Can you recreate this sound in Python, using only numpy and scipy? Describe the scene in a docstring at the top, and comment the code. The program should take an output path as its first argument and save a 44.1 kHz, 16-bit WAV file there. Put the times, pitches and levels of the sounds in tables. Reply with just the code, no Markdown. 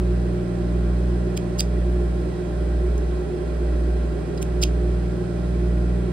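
"""A steady motor hum runs throughout: an industrial sewing machine idles under the table, near a two-port phone.
Its shaft makes a stack of sine tones that beats against a slower motor nearby.
Cooling air is shaped noise, and noise through resonances is the shaken table and motor housing.
Thread snips scrape, squeal and knock near 1.4, 1.6, 4.4 and 4.6 s, with a faint tick near 3 s.
Each contact is a short burst that rings the snips' parts, heard in a small room."""
import sys
import numpy as np
from scipy import signal
from scipy.fft import rfft, irfft
from scipy.io import wavfile
from scipy.ndimage import uniform_filter1d

SR = 44100
rng = np.random.default_rng(int(sys.argv[2]) if len(sys.argv) > 2 else 0)


def inscribe(sig):
    """Save sig as 16-bit PCM at rate SR to the path in sys.argv[1].

    A 1-D sig is mono; a 2-D sig holds one channel per row.
    Samples are clipped to [-1, 1] before scaling.
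    """
    pcm = np.round(np.clip(np.atleast_2d(sig).T, -1, 1) * 32767)
    wavfile.write(sys.argv[1], SR, pcm.astype(np.int16))


N = 269953  # length in samples, about 6.1 s

# Moving air, half the sum of the two ports: pitch_hz, level_db (per Hz)
AIR_SUM = [(20, -76), (40, -69), (80, -67.5), (200, -67.5), (450, -65.5), (700, -77.5), (850, -80.5),
           (1400, -81.5), (1800, -84), (2600, -88), (5000, -95), (6700, -103), (8500, -96.5), (11000, -104),
           (12000, -126), (15000, -112)]
# Moving air, half the difference between the ports: pitch_hz, level_db (per Hz)
AIR_SPREAD = [(20, -72), (120, -67.5), (300, -69.5), (500, -68.5), (850, -77.5), (1500, -82), (3000, -94),
              (5000, -94.5), (7400, -99), (8000, -117), (10000, -114), (10700, -102), (13500, -109),
              (15500, -124)]
# How alike sum and spread are: pitch_hz, likeness (-1 to 1, negative leans right)
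AIR_LIKENESS = [(60, -0.25), (250, -0.38), (500, -0.72), (900, -0.24), (1200, -0.4), (2000, -0.4),
                (5000, -1), (6200, -0.66), (7500, 0.19), (16000, -0.13)]
RIPPLE_DB, RIPPLE_HZ = 3, 25  # standing waves dent the hiss: rms depth, spacing

# Table top and motor housing: pitch_hz, width_hz, level_db (rms), left_minus_right_db
TABLE_MODES = [(235.6, 1.6, -52, -5), (307, 21.6, -42, 0.5), (357.9, 17.5, -36, -0.5),
               (380.4, 65, -43.5, -20.5), (416.2, 8.8, -47.5, -13), (477, 76, -56, 25),
               (558, 23, -56.5, -15.5), (647, 140, -59, 12), (741, 58, -60, -13.5),
               (1059.5, 32, -62.5, -18), (1308, 81, -63.5, -4), (1438, 21, -62.5, 8), (1920, 110, -67, -6),
               (3875, 20, -72.5, -4), (5010, 110, -72, -2)]
TABLE_ALIKE = 0.98  # share of the shaking power that both ports hear

SHAFT_HZ, NEIGHBOUR_HZ, MAINS_HZ, DRONE_HZ = 59.915, 58.87, 60.015, 158.46
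# Shaft tones: multiple (of shaft pitch), left_db, right_db, left_lead_rad
SHAFT_TONES = [(1, -24, -24, 0), (5, -48, -47, -.2), (6, -44, -38, -.4), (7, -57, -48, -1.5),
               (8, -62, -49, -2.3), (9, -74, -56, -1), (10, -51, -40, .6), (11, -60, -64, -.9),
               (14, -64, -64, 2.3), (18, -70, -62, -1.4), (20, -67, -70, 2.2), (23, -67, -64, .2)]
# The slower motor nearby: left_db, right_db
NEIGHBOUR_LEVELS = (-30, -27.5)
# Magnetic hum: multiple (of mains pitch), left_db, right_db
MAGNET_TONES = [(10, -57, -57), (11, -60, -63), (12, -54, -63)]
# Other steady whines: pitch_hz, left_db, right_db
WHINE_TONES = [(201.0, -56, -57), (218.4, -52, -51), (227.6, -56, -58), (261.0, -49, -48),
               (633.7, -57, -53), (682.9, -63, -64), (705.6, -64, -63), (1388, -63, -70), (142, -66, -65),
               (150, -62, -61), (166.3, -65, -64), (1593, -73, -70), (2035, -73, -70), (2482, -73, -69),
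               (3165, -73, -69), (4134, -75, -70), (4533, -76, -71), (4802, -78, -73)]
# Wavering tones, each with a twin just above: pitch_hz, twin_higher_hz, quietest_s
BEATING_TONES = [(2 * SHAFT_HZ, .16, 3.56), (DRONE_HZ, .16, 1.19), (3 * SHAFT_HZ, .16, 3.56),
                 (4 * SHAFT_HZ, .37, 2.4)]
# Levels of those pairs, in the same order: tone_db, twin_db, left_minus_right_db
BEATING_LEVELS = [(-35, -39, 1.5), (-36.5, -47, -3), (-33, -36.5, -2), (-52, -45, -1.5)]
WOBBLE, WOBBLE_HZ = 0.042, 7.3  # the tones shiver in level: rms share, rough rate

# Ringing parts of the snips, levels relative within each part: pitch_hz, width_hz, level_db
BLADE_MODES = [(4860, 760, 0)]
HANDLE_MODES = [(2720, 490, 11.5), (3210, 970, 14.5), (3830, 1300, 8), (1910, 600, -12)]
EDGE_MODES = [(6380, 1500, 13.5), (8550, 3900, 3), (9940, 760, -3.5), (11300, 1100, 9.2), (14800, 1800, 1),
              (12600, 1600, 4)]
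# Blades slide, swelling up to a catch or a stop: peak_s, rise_ms, blades_db, handles_db, edge_db
BLADE_SLIDES = [(1.374, 6.8, -44, -40, -35.5), (1.593, 8, -37, -41, -31), (1.605, 7.5, -30, -40, -27),
                (4.429, 11, -61, -47, -36), (4.627, 10, -37, -40, -29.5), (4.636, 5.5, -30, -23, -26)]
# Blades catch and squeal: peak_s, level_db (blades), fall_ms, rest_db (handles and edge, relative to blades)
BLADE_CATCHES = [(1.5953, -13.5, .8, -24), (4.3768, -40, 2., -6), (4.6274, -14, .5, -17)]
# Blades and handles knock: peak_s, fall_ms, blades_db, handles_db, edge_db,
# handle_pitch_ratio (a looser grip is lower)
KNOCKS = [(1.3702, .6, -38, -42, -38, 1.1), (1.3754, 0.92, -30, -27, -24, 0.94),
          (1.5932, .4, -35, -40, -34, 1.2), (1.6005, 0.51, -40, -30, -32, 0.89),
          (1.603, 0.42, -31, -24, -34, 0.88), (1.6054, .9, -21.5, -42, -25, 0.91),
          (1.6061, 1.1, -36, -22, -15, 0.896), (2.98, 0.6, -70, -60, -35, 1.),
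          (4.382, 1.6, -55, -39, -55, 1.3), (4.4274, 0.23, -40, -25, -20, 0.74),
          (4.4318, .5, -55, -45, -38, 0.9), (4.633, 1.1, -29, -20, -36, 1.12),
          (4.637, .7, -32, -20, -15, 1.03), (4.6387, 0.77, -30, -26, -21, 0.96)]
SLIDE_FALL_MS = 1.5
CATCH_RISE_SHARE, STOP_RISE_SHARE = .8, 0.37  # rise time as a share of fall time
SQUEAL_HZ, SQUEAL_WANDER_HZ = 4920, 110  # centre pitch and its rms drift
SQUEAL_ROUGH = .5  # amount of noise mixed into the squeal
GRIT_DB = 2  # the rub is patchy from one millisecond to the next: rms depth

# How the ports differ in loudness for the snips: pitch_hz, left_minus_right_db
PORT_LEVELS = [(1400, -5), (2400, -8.5), (4400, -7.5), (8100, 1), (16000, 0)]
# How they differ in timing for the snips: pitch_hz, right_lead_rad
PORT_PHASES = [(1800, -.7), (3200, 1.2), (4900, .4), (5700, -2.6), (7000, -3.3), (7750, -6.1), (9650, -6.4),
               (10500, -8.1), (13700, -9.8), (16000, -12.4)]
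ROOM_T60_S = 0.15  # time for the tail to fall by 60 dB
ROOM_DB, ROOM_DULL_HZ = -11.5, 6000  # tail level before dulling, then its treble cut
ROOM_APART = .4  # strength of each port's own tail beside the shared tail at 1
TOP_HZ = 15720  # the phone cuts everything above this


def undb(db):
    """Turn decibels into a gain."""
    return 10 ** (np.asarray(db) / 20)


def pan(x, db):
    """Make left and right copies, db apart."""
    return x * undb(np.array([[db / 2], [-db / 2]]))


def on_bins(points):
    """Join (Hz, value) points by straight lines on a log axis and read them at every frequency bin."""
    hz, value = np.transpose(points)
    bins_hz = np.fft.rfftfreq(N, 1 / SR)
    return np.interp(np.log(bins_hz + 1), np.log(hz), value)  # +1 avoids the log of zero


def ring(x, hz, width_hz):
    """One resonance lets its own pitch through, with gain 1 at the centre."""
    b, a = signal.iirpeak(hz, hz / width_hz, SR)
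    return signal.lfilter(b, a, x)


def steep(x, hz, width_hz):
    """Three resonances in a row leave little sound away from the centre."""
    x = ring(x, hz, 2 * width_hz)
    x = ring(x, hz, 2 * width_hz)
    return ring(x, hz, width_hz)


def unit(x):
    """Scale to an rms of 1."""
    return x / np.sqrt(np.mean(x ** 2))


def tone(hz, phase):
    """A steady sine of rms 1."""
    return np.sqrt(2) * np.cos(2 * np.pi * hz * np.arange(N) / SR + phase)


def air():
    """Moving air hisses smoothly; the spread partly follows the sum, so the hiss leans to one side."""
    common, extra = rfft(rng.standard_normal((2, N))) * np.sqrt(SR / 2)  # power of 1 per Hz
    likeness = np.clip(on_bins(AIR_LIKENESS), -1, 1)
    mid = common * undb(on_bins(AIR_SUM))
    side = likeness * common + np.sqrt(1 - likeness ** 2) * extra
    side = side * undb(on_bins(AIR_SPREAD))
    # smoothed noise along the frequency axis makes the dents
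    step = int(RIPPLE_HZ * N / SR)
    dents = rng.standard_normal((2, len(common)))
    dents = uniform_filter1d(uniform_filter1d(dents, step), step)
    mid, side = irfft(np.array([mid, side]) * undb(RIPPLE_DB * unit(dents)), N)
    return np.array([mid + side, mid - side])


def table():
    """Air and bearings shake each resonance at random, so it swells and fades, mostly alike at both ports."""
    hz = np.fft.rfftfreq(N, 1 / SR)
    shakes = rfft(rng.standard_normal((3, N)))
    shake = np.sqrt(TABLE_ALIKE) * shakes[0] + np.sqrt(1 - TABLE_ALIKE) * shakes[1:]
    power = 0
    for mode_hz, width_hz, db, pan_db in TABLE_MODES:
        peak = 1 / (1 + (2 * (hz - mode_hz) / width_hz) ** 2)
        power = power + pan(unit(peak) * undb(db), pan_db) ** 2
    return irfft(shake * np.sqrt(power), N)


def motor_shiver():
    """A slow random gain around 1, made from smoothed noise."""
    step = int(SR / WOBBLE_HZ / 2)
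    smooth = uniform_filter1d(rng.standard_normal(N), step)
    smooth = uniform_filter1d(smooth, step // 3)
    return 1 + WOBBLE * unit(smooth)


def hum():
    """Motors, mains and whines are sines; close pitches drift in and out of step, so they beat."""
    rows = [(k * SHAFT_HZ, left_db, right_db, lead) for k, left_db, right_db, lead in SHAFT_TONES]
    rows += [(k * MAINS_HZ, left_db, right_db, 0) for k, left_db, right_db in MAGNET_TONES]
    rows += [(*whine, 0) for whine in WHINE_TONES]
    shiver = motor_shiver()
    phases = 2 * np.pi * rng.random(len(rows))
    phases[0] = 0  # the lowest shaft tones peak together once a turn
    # shaft and neighbour start in step and beat about once a second
    out = tone(NEIGHBOUR_HZ, phases[0]) * undb(NEIGHBOUR_LEVELS)[:, None]
    for (hz, left_db, right_db, lead), phase in zip(rows, phases):
        left = undb(left_db) * tone(hz, phase + lead)
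        right = undb(right_db) * tone(hz, phase)
        out += [left, right]
    for (hz, beat_hz, quiet_s), (db, twin_db, pan_db) in zip(BEATING_TONES, BEATING_LEVELS):
        # the twin opposes its tone at the quiet moment
        twin = tone(hz + beat_hz, np.pi - 2 * np.pi * beat_hz * quiet_s)
        pair = undb(db) * tone(hz, 0) + undb(twin_db) * twin
        # the drone comes from elsewhere, so dividing here cancels the shiver below
        steady = shiver if hz == DRONE_HZ else 1
        out += pan(pair, pan_db) / steady
    return out * shiver


def contacts():
    """List every touch: peak_s, rise_ms, fall_ms, blades_db, handles_db, edge_db, handle_pitch_ratio."""
    rows = []
    for s, rise_ms, *parts_db in BLADE_SLIDES:
        rows.append((s, rise_ms, SLIDE_FALL_MS, *parts_db, 1))
    for s, db, fall_ms, rest_db in BLADE_CATCHES:
        rows.append((s, CATCH_RISE_SHARE * fall_ms, fall_ms, db, db + rest_db, db + rest_db, 1))
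    for s, fall_ms, *rest in KNOCKS:
        rows.append((s, STOP_RISE_SHARE * fall_ms, fall_ms, *rest))
    return rows


def snips():
    """Each touch swells and dies; friction locks the blades into a squeal and rattles handles and edge."""
    out = np.zeros(N)
    t_ms = np.arange(-2048, 2048) / SR * 1000  # 0 at the peak
    for s, rise_ms, fall_ms, *parts_db, grip in contacts():
        rise = np.exp(-(t_ms / rise_ms) ** 2)
        fall = np.exp(-np.abs(t_ms) / fall_ms)
        press = np.where(t_ms < 0, rise, fall)
        drift, patches, *rubs = rng.standard_normal((13, len(t_ms)))
        rubs = rubs * undb(GRIT_DB * unit(uniform_filter1d(patches, size=40)))
        slip_hz = SQUEAL_HZ + SQUEAL_WANDER_HZ * unit(uniform_filter1d(drift, size=128))
        squeal = np.cos(2 * np.pi * np.cumsum(slip_hz) / SR) + SQUEAL_ROUGH * rubs[0]
        pushes = [squeal], rubs[1:5], rubs[5:]  # each resonance is rubbed in its own way
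        parts = BLADE_MODES, HANDLE_MODES, EDGE_MODES
        at = int(s * SR) - len(t_ms) // 2
        for modes, push, pitch, db in zip(parts, pushes, (1, grip, 1), parts_db):
            part = 0
            for rub, (hz, width_hz, mode_db) in zip(push, modes):
                part = part + undb(mode_db) * steep(press * rub, pitch * hz, width_hz)
            # the blow's energy follows its strength and length, whatever the grain of the rub
            even = np.sqrt(np.sum(press ** 2) / np.sum(part ** 2))
            out[at:at + len(t_ms)] += undb(db) * part * even
    return out


def room(x):
    """Each port hears the direct sound its own way, then a short, dull, scattered tail."""
    # half of the difference between the ports goes to each, in opposite directions
    half = undb(on_bins(PORT_LEVELS) / 2) * np.exp(-.5j * on_bins(PORT_PHASES))
    direct = irfft(rfft(x) * np.array([half, 1 / half]), N)
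    t = np.arange(SR // 2) / SR
    shared, *own = rng.standard_normal((3, len(t)))
    fade = np.exp(-np.log(1000) * t / ROOM_T60_S) * (t > .004)  # the tail waits 4 ms
    tail = (shared + ROOM_APART * np.array(own)) * fade
    tail *= undb(ROOM_DB) / np.sqrt(np.sum(tail ** 2, axis=1, keepdims=True))
    b, a = signal.butter(1, ROOM_DULL_HZ, fs=SR)
    tail = signal.lfilter(b, a, tail)
    return direct + signal.fftconvolve(direct, tail, axes=1)[:, :N]


def scene():
    """Add motor hum, air and table shake to the snips in their room."""
    return hum() + air() + table() + room(snips())


def record(dry):
    """The phone cuts the very top of the treble with a steep low-pass filter."""
    top_cut = signal.ellip(10, .2, 80, TOP_HZ, fs=SR, output="sos")
    return signal.sosfilt(top_cut, dry)


dry = scene()
out = record(dry)
inscribe(out)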